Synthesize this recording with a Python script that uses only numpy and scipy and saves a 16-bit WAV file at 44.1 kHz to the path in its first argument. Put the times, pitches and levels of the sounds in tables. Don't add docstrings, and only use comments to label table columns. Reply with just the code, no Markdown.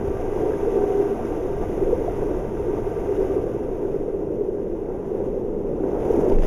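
import sys
import numpy as np
from scipy import signal
from scipy.fft import rfft, irfft, next_fast_len
from scipy.io import wavfile

SR = 44100
rng = np.random.default_rng(int(sys.argv[2]) if len(sys.argv) > 2 else 0)


def unload_wav(signal):
    wavfile.write(
        sys.argv[1],
        SR,
        np.round(np.clip(np.atleast_2d(signal).T, -1, 1) * 32767).astype(np.int16),
    )


N = 284886


def from_db(db):
    return 10 ** (np.asarray(db) / 20)


def rms_one(x):
    return x / np.sqrt(np.mean(x ** 2) + 1e-20)


def in_time(rows):
    times, values = np.transpose(rows)
    return np.interp(np.arange(N) / SR, times, values)


def coloured(x, spectrum):
    hz, level_db = np.transpose(spectrum)
    size = next_fast_len(N + 8192)
    bins = np.maximum(np.arange(size // 2 + 1) * SR / size, 1)
    gain = from_db(np.interp(np.log(bins), np.log(hz), level_db))
    skirts = np.minimum(bins / hz[0], 1) ** 2 * np.minimum(hz[-1] / bins, 1) ** 2
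    return irfft(rfft(x, size) * gain * skirts, size)[:N]


def drift(rate_hz):
    hop, settle = 40, 2000
    pole = np.exp(-2 * np.pi * rate_hz * hop / SR)
    noise = rng.standard_normal(N // hop + settle + 2)
    slow = signal.lfilter([1], [1, -2 * pole, pole * pole], noise)[settle:]
    return np.interp(np.arange(N) / hop, np.arange(len(slow)), rms_one(slow))


def swell(middle_s, length_s):
    position = np.clip((np.arange(N) / SR - middle_s) / (length_s / 2), -1, 1)
    return np.cos(np.pi / 2 * position ** 2)


def resonance(x, hz, width_hz):
    r = np.exp(-np.pi * width_hz / SR)
    feedback = [1, -2 * r * np.cos(2 * np.pi * hz / SR), r * r]
    return signal.lfilter(np.array([1, 0, -1]) * (1 - r * r) / 2, feedback, x + 1e-18)


def grains(per_s, spread_db):
    sizes = from_db(spread_db * np.minimum(rng.exponential(1, N), 4))
    signs = rng.choice([-1, 1], N)
    return sizes * signs * (rng.random(N) < per_s / SR)


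def bubbles(per_s, low_hz, high_hz, cycles, spread_db, sizes=20):
    clicks = rms_one(grains(per_s, spread_db))
    size = rng.integers(0, sizes, N)
    pitches = np.geomspace(low_hz, high_hz, sizes)
    rings = sum(resonance(clicks * (size == k), hz, 2 * hz / cycles) for k, hz in enumerate(pitches))
    return rms_one(rings) * np.sqrt(2 * (high_hz - low_hz) / SR)


# time in seconds, share of sound ringing in the tube from 0 to 1.
ENCLOSURE = [(0, 1), (.9, 0.9), (1.6, 0.9), (3.3, 1), (4.1, 0.4), (6.46, .05)]
# centre in Hz, width in Hz, boost or dip in dB.
TUBE_MODES = [(193, 110, -8.5), (408, 26, 1.5), (576, 48, -6.5), (705, 58, 2.5), (840, 55, -4),
              (922, 40, 3.5), (1180, 38, 9.5), (1395, 260, 3.5), (1580, 78, 9.5)]


def tube(x):
    enclosed = np.clip(in_time(ENCLOSURE), 0, 1)
    ringing = sum((from_db(db) - 1) * resonance(x, hz, width) for hz, width, db in TUBE_MODES)
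    return x + enclosed * ringing


def case_boom(x):
    return resonance(x, hz=394.7, width_hz=71)


# frequency in Hz, relative level in dB.
CHURN_SPECTRUM = [(100, -26.5), (180, -15.5), (250, -7.5), (320, 0), (400, 0), (510, -2.5), (590, -8.5),
                  (700, -34), (1000, -30.5), (2000, -70)]


def churn(lumpy_db=1.0):
    pockets = bubbles(per_s=900, low_hz=158.6, high_hz=797, cycles=9.7, spread_db=2.0)
    wash = rng.standard_normal(N)
    in_tube = tube(coloured(pockets + wash, CHURN_SPECTRUM))
    in_case = in_tube + from_db(-2.5) * case_boom(in_tube)
    return rms_one(in_case * from_db(lumpy_db * drift(9.7)))


# frequency in Hz, relative level in dB.
GURGLE_SPECTRUM = [(400, -23.5), (600, 1), (750, -0.5), (860, -4.5), (970, -6.5), (1090, -15.5),
                   (1300, -18), (1520, -20), (1750, -28.5), (2400, -43)]


def gurgle():
    bubbling = bubbles(per_s=1300, low_hz=532, high_hz=1895, cycles=10, spread_db=4.0)
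    wash = from_db(0.5) * rng.standard_normal(N)
    return rms_one(tube(coloured(bubbling + wash, GURGLE_SPECTRUM)))


# frequency in Hz, relative level in dB.
SPRAY_SPECTRUM = [(1200, -16), (1750, -2), (1950, 4), (2300, -2.5), (2650, -1), (3100, -7), (3800, -7),
                  (4800, -12.5), (6400, -7.5), (8300, -17), (10000, -12), (12000, -16.5), (15000, -19)]


def spray(fizz_db=-8.0, patter_db=-13.5, flutter_db=0.7):
    fizz = from_db(fizz_db) * bubbles(per_s=2000, low_hz=1605, high_hz=6700, cycles=27, spread_db=5.0)
    patter = from_db(patter_db) * rms_one(grains(per_s=820, spread_db=3.0))
    hiss = coloured(rng.standard_normal(N) + fizz + patter, SPRAY_SPECTRUM)
    return rms_one(hiss * from_db(flutter_db * drift(22)))


# time in seconds, strength in dB, taken relative to full_flow_db.
FLOW_STRENGTH = [(0, -53.0), (0.5, -50.5), (1, -49.5), (1.5, -52.5), (2.25, -51), (2.55, -54),
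                 (3.05, -51.5), (3.3, -51.5), (3.65, -57), (4.5, -62.0), (5.2, -58.5), (5.55, -63.5),
                 (5.78, -59), (6.0, -52.5), (6.06, -51.5), (6.33, -49), (6.38, -56.5), (6.46, -44.5)]
# middle in seconds, length in seconds, then the lifts of churn, gurgle and spray in dB.
WATER_SURGES = [(0.437, 0.24, 4, 0.5, 0.5), (0.886, 0.48, 3.5, 0.5, 0), (1.224, 0.15, -3, 1.5, -0.5),
                (1.627, 0.045, 1.5, 4, .5), (1.894, 0.34, 3, -0.5, 0.5), (2.297, 0.37, 2.5, .5, -0.5),
                (2.495, 0.11, -2.5, -1, 0.5), (3.27, 0.49, 3.5, 0, 0), (3.85, 0.52, 1.5, 0.5, 1),
                (4.42, 0.34, 2.5, -1, 0.5), (4.934, 0.34, -1.5, 1.5, -1), (5.195, .2, 1.5, 2, 0),
                (5.52, 0.42, 2.5, 2, 1), (5.911, 0.34, 5.5, 4, -1), (6.202, 0.39, 5.5, 5, -1.5)]


def rushing_water(full_flow_db=-52):
    flow_db = in_time(FLOW_STRENGTH) - full_flow_db
    churn_lift, gurgle_lift, spray_lift = sum(
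        np.outer(lifts_db, swell(middle, length)) for middle, length, *lifts_db in WATER_SURGES)
    return (from_db(-26 + 0.19 * flow_db + churn_lift) * churn()
            + from_db(-38 + 0.63 * flow_db + gurgle_lift) * gurgle()
            + from_db(-52.5 + 0.96 * flow_db + spray_lift) * spray())


# time in seconds, level in dB before the two trims.
SHAKE_LEVELS = [(0, -28.5), (1.15, -34), (1.75, -29.5), (2.7, -30.5), (3.2, -30.5), (4, -35), (4.7, -35.5),
                (5.9, -32.5), (6.46, -27)]
# frequency in Hz, relative level in dB.
RUMBLE_SPECTRUM = [(25, -10.5), (55, -5.5), (90, -3.5), (150, -4.5), (220, 0.5), (350, -28), (1000, -59)]
SWAY_SPECTRUM = [(8, -7), (16, 1), (24, -1.5), (34, -4), (50, -12.5), (80, -31), (300, -69.5)]


def shaking(rumble_trim_db=-2.5, sway_trim_db=-1.5):
    rumble = from_db(rumble_trim_db) * rms_one(tube(coloured(rng.standard_normal(N), RUMBLE_SPECTRUM)))
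    sway = from_db(sway_trim_db) * rms_one(coloured(rng.standard_normal(N), SWAY_SPECTRUM))
    return from_db(in_time(SHAKE_LEVELS)) * (rumble + sway)


# middle in seconds, length in seconds, pitch in Hz, typical level at the crest in dB.
TUBE_HOWLS = [(0.461, 0.14, 432, -21), (0.722, 1.8, 745, -42.5), (0.835, 0.24, 224, -32.5),
              (0.913, 0.49, 406, -20), (0.882, 0.21, 740, -33.5), (1.168, 0.27, 229, -31.5),
              (3.276, 0.31, 385, -29.5)]


def howls(waver_db=1.5, wander_hz=4.07):
    out = np.zeros(N)
    for middle, length, hz, level_db in TUBE_HOWLS:
        phase = 2 * np.pi * np.cumsum(hz + wander_hz * drift(10.4)) / SR
        out += swell(middle, length) * from_db(level_db + waver_db * drift(6.3)) * np.sin(phase)
    return out


# start in seconds, peak in dB before trim_db, pitch in Hz.
WATER_SLAPS = [(.078, -18.5, 60), (0.374, -25, 950), (.535, -34, 1640), (.627, -12, 408), (.671, -10, 451),
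               (1.823, -10.5, 368), (1.866, -13.5, 408), (1.926, -8, 475), (2.079, -15, 684),
               (3.997, -19.5, 292), (4.079, -14, 464), (4.142, -13.5, 403), (4.29, -19, 374),
               (4.408, -15, 408), (4.75, -17.5, 392), (5.202, -22, 517), (6.101, -6.5, 450),
               (6.139, -14.5, 328), (6.174, -12, 270), (6.23, -12.5, 441), (6.32, -10.5, 386.4)]


def slaps(glide=0.24, trim_db=-2.5, swell_cycles=2.0, longest_swell_s=0.011):
    out, t = np.zeros(N), np.arange(SR // 10) / SR
    for start_s, peak_db, hz in WATER_SLAPS:
        start = int(start_s * SR)
        age = t / min(swell_cycles / hz, longest_swell_s)
        pocket = age * np.exp(1 - age) * np.sin(2 * np.pi * hz * t * (1 + glide * t))
        out[start:start + len(t)] += (from_db(peak_db + trim_db) * pocket)[:N - start]
    return out


# frequency in Hz, relative level in dB.
SHEET_SPECTRUM = [(3000, -15), (6000, 2), (10000, -4), (15000, -9)]


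def thrown_sheet(start_s=6.035, length_s=0.32, edge_s=0.018, level_db=-61, ragged_db=3.5):
    age = np.arange(N) / SR - start_s
    hold = np.clip(np.minimum(age, length_s - age) / edge_s, 0, 1)
    gain = hold * from_db(level_db + ragged_db * drift(40))
    return gain * rms_one(coloured(rng.standard_normal(N), SHEET_SPECTRUM))


# start in seconds, relative level in dB.
SPLASH_DROPS = [(6.0534, -42), (6.1084, -42), (6.1584, -42), (6.2974, -38), (6.322, -36), (6.3374, -39),
                (6.3584, -42), (6.386, -37), (6.4034, -46), (6.4217, -35), (6.4343, -35), (6.4504, -38)]
# frequency in Hz, relative level in dB.
CRACKLE_SPECTRUM = [(1000, -8), (2200, 5), (3200, -1), (5000, -1), (7000, -17), (10000, -23), (15000, -19)]


def drops(decay_s=0.0032, trim_db=-6.0, knock_drive_db=36.5):
    bursts, t = np.zeros(N), np.arange(SR // 20) / SR
    for start_s, level_db in SPLASH_DROPS:
        start = int(start_s * SR)
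        bursts[start:start + len(t)] += (from_db(level_db + trim_db) * np.exp(-t / decay_s))[:N - start]
    crackle = bursts * rms_one(coloured(rng.standard_normal(N), CRACKLE_SPECTRUM))
    knock = from_db(knock_drive_db) * case_boom(bursts * rng.standard_normal(N))
    return crackle + knock


def plunge(start_s=6.327, heave_hz=22.73, rise_s=0.005, t60_s=4.6, level_db=-10.5):
    age = np.maximum(np.arange(N) / SR - start_s, 0)
    envelope = from_db(level_db - 60 * age / t60_s) * (1 - np.exp(-age / rise_s))
    return envelope * np.sin(2 * np.pi * heave_hz * age)


def scene():
    slide = rushing_water() + shaking() + howls() + slaps()
    pool = thrown_sheet() + drops() + plunge()
    return (slide + pool)[None]


# centre in Hz, width in Hz.
MICROPHONE_NULLS = [(4190, 1640), (7860, 1370), (8796, 390), (12597, 550)]


def record(dry):
    for hz, width_hz in MICROPHONE_NULLS:
        dry = signal.lfilter(*signal.iirnotch(hz, hz / width_hz, fs=SR), dry)
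    cutoff_hz = 15300
    return signal.sosfilt(signal.ellip(12, .2, 80, cutoff_hz, fs=SR, output="sos"), dry)


dry = scene()
out = record(dry)
unload_wav(out)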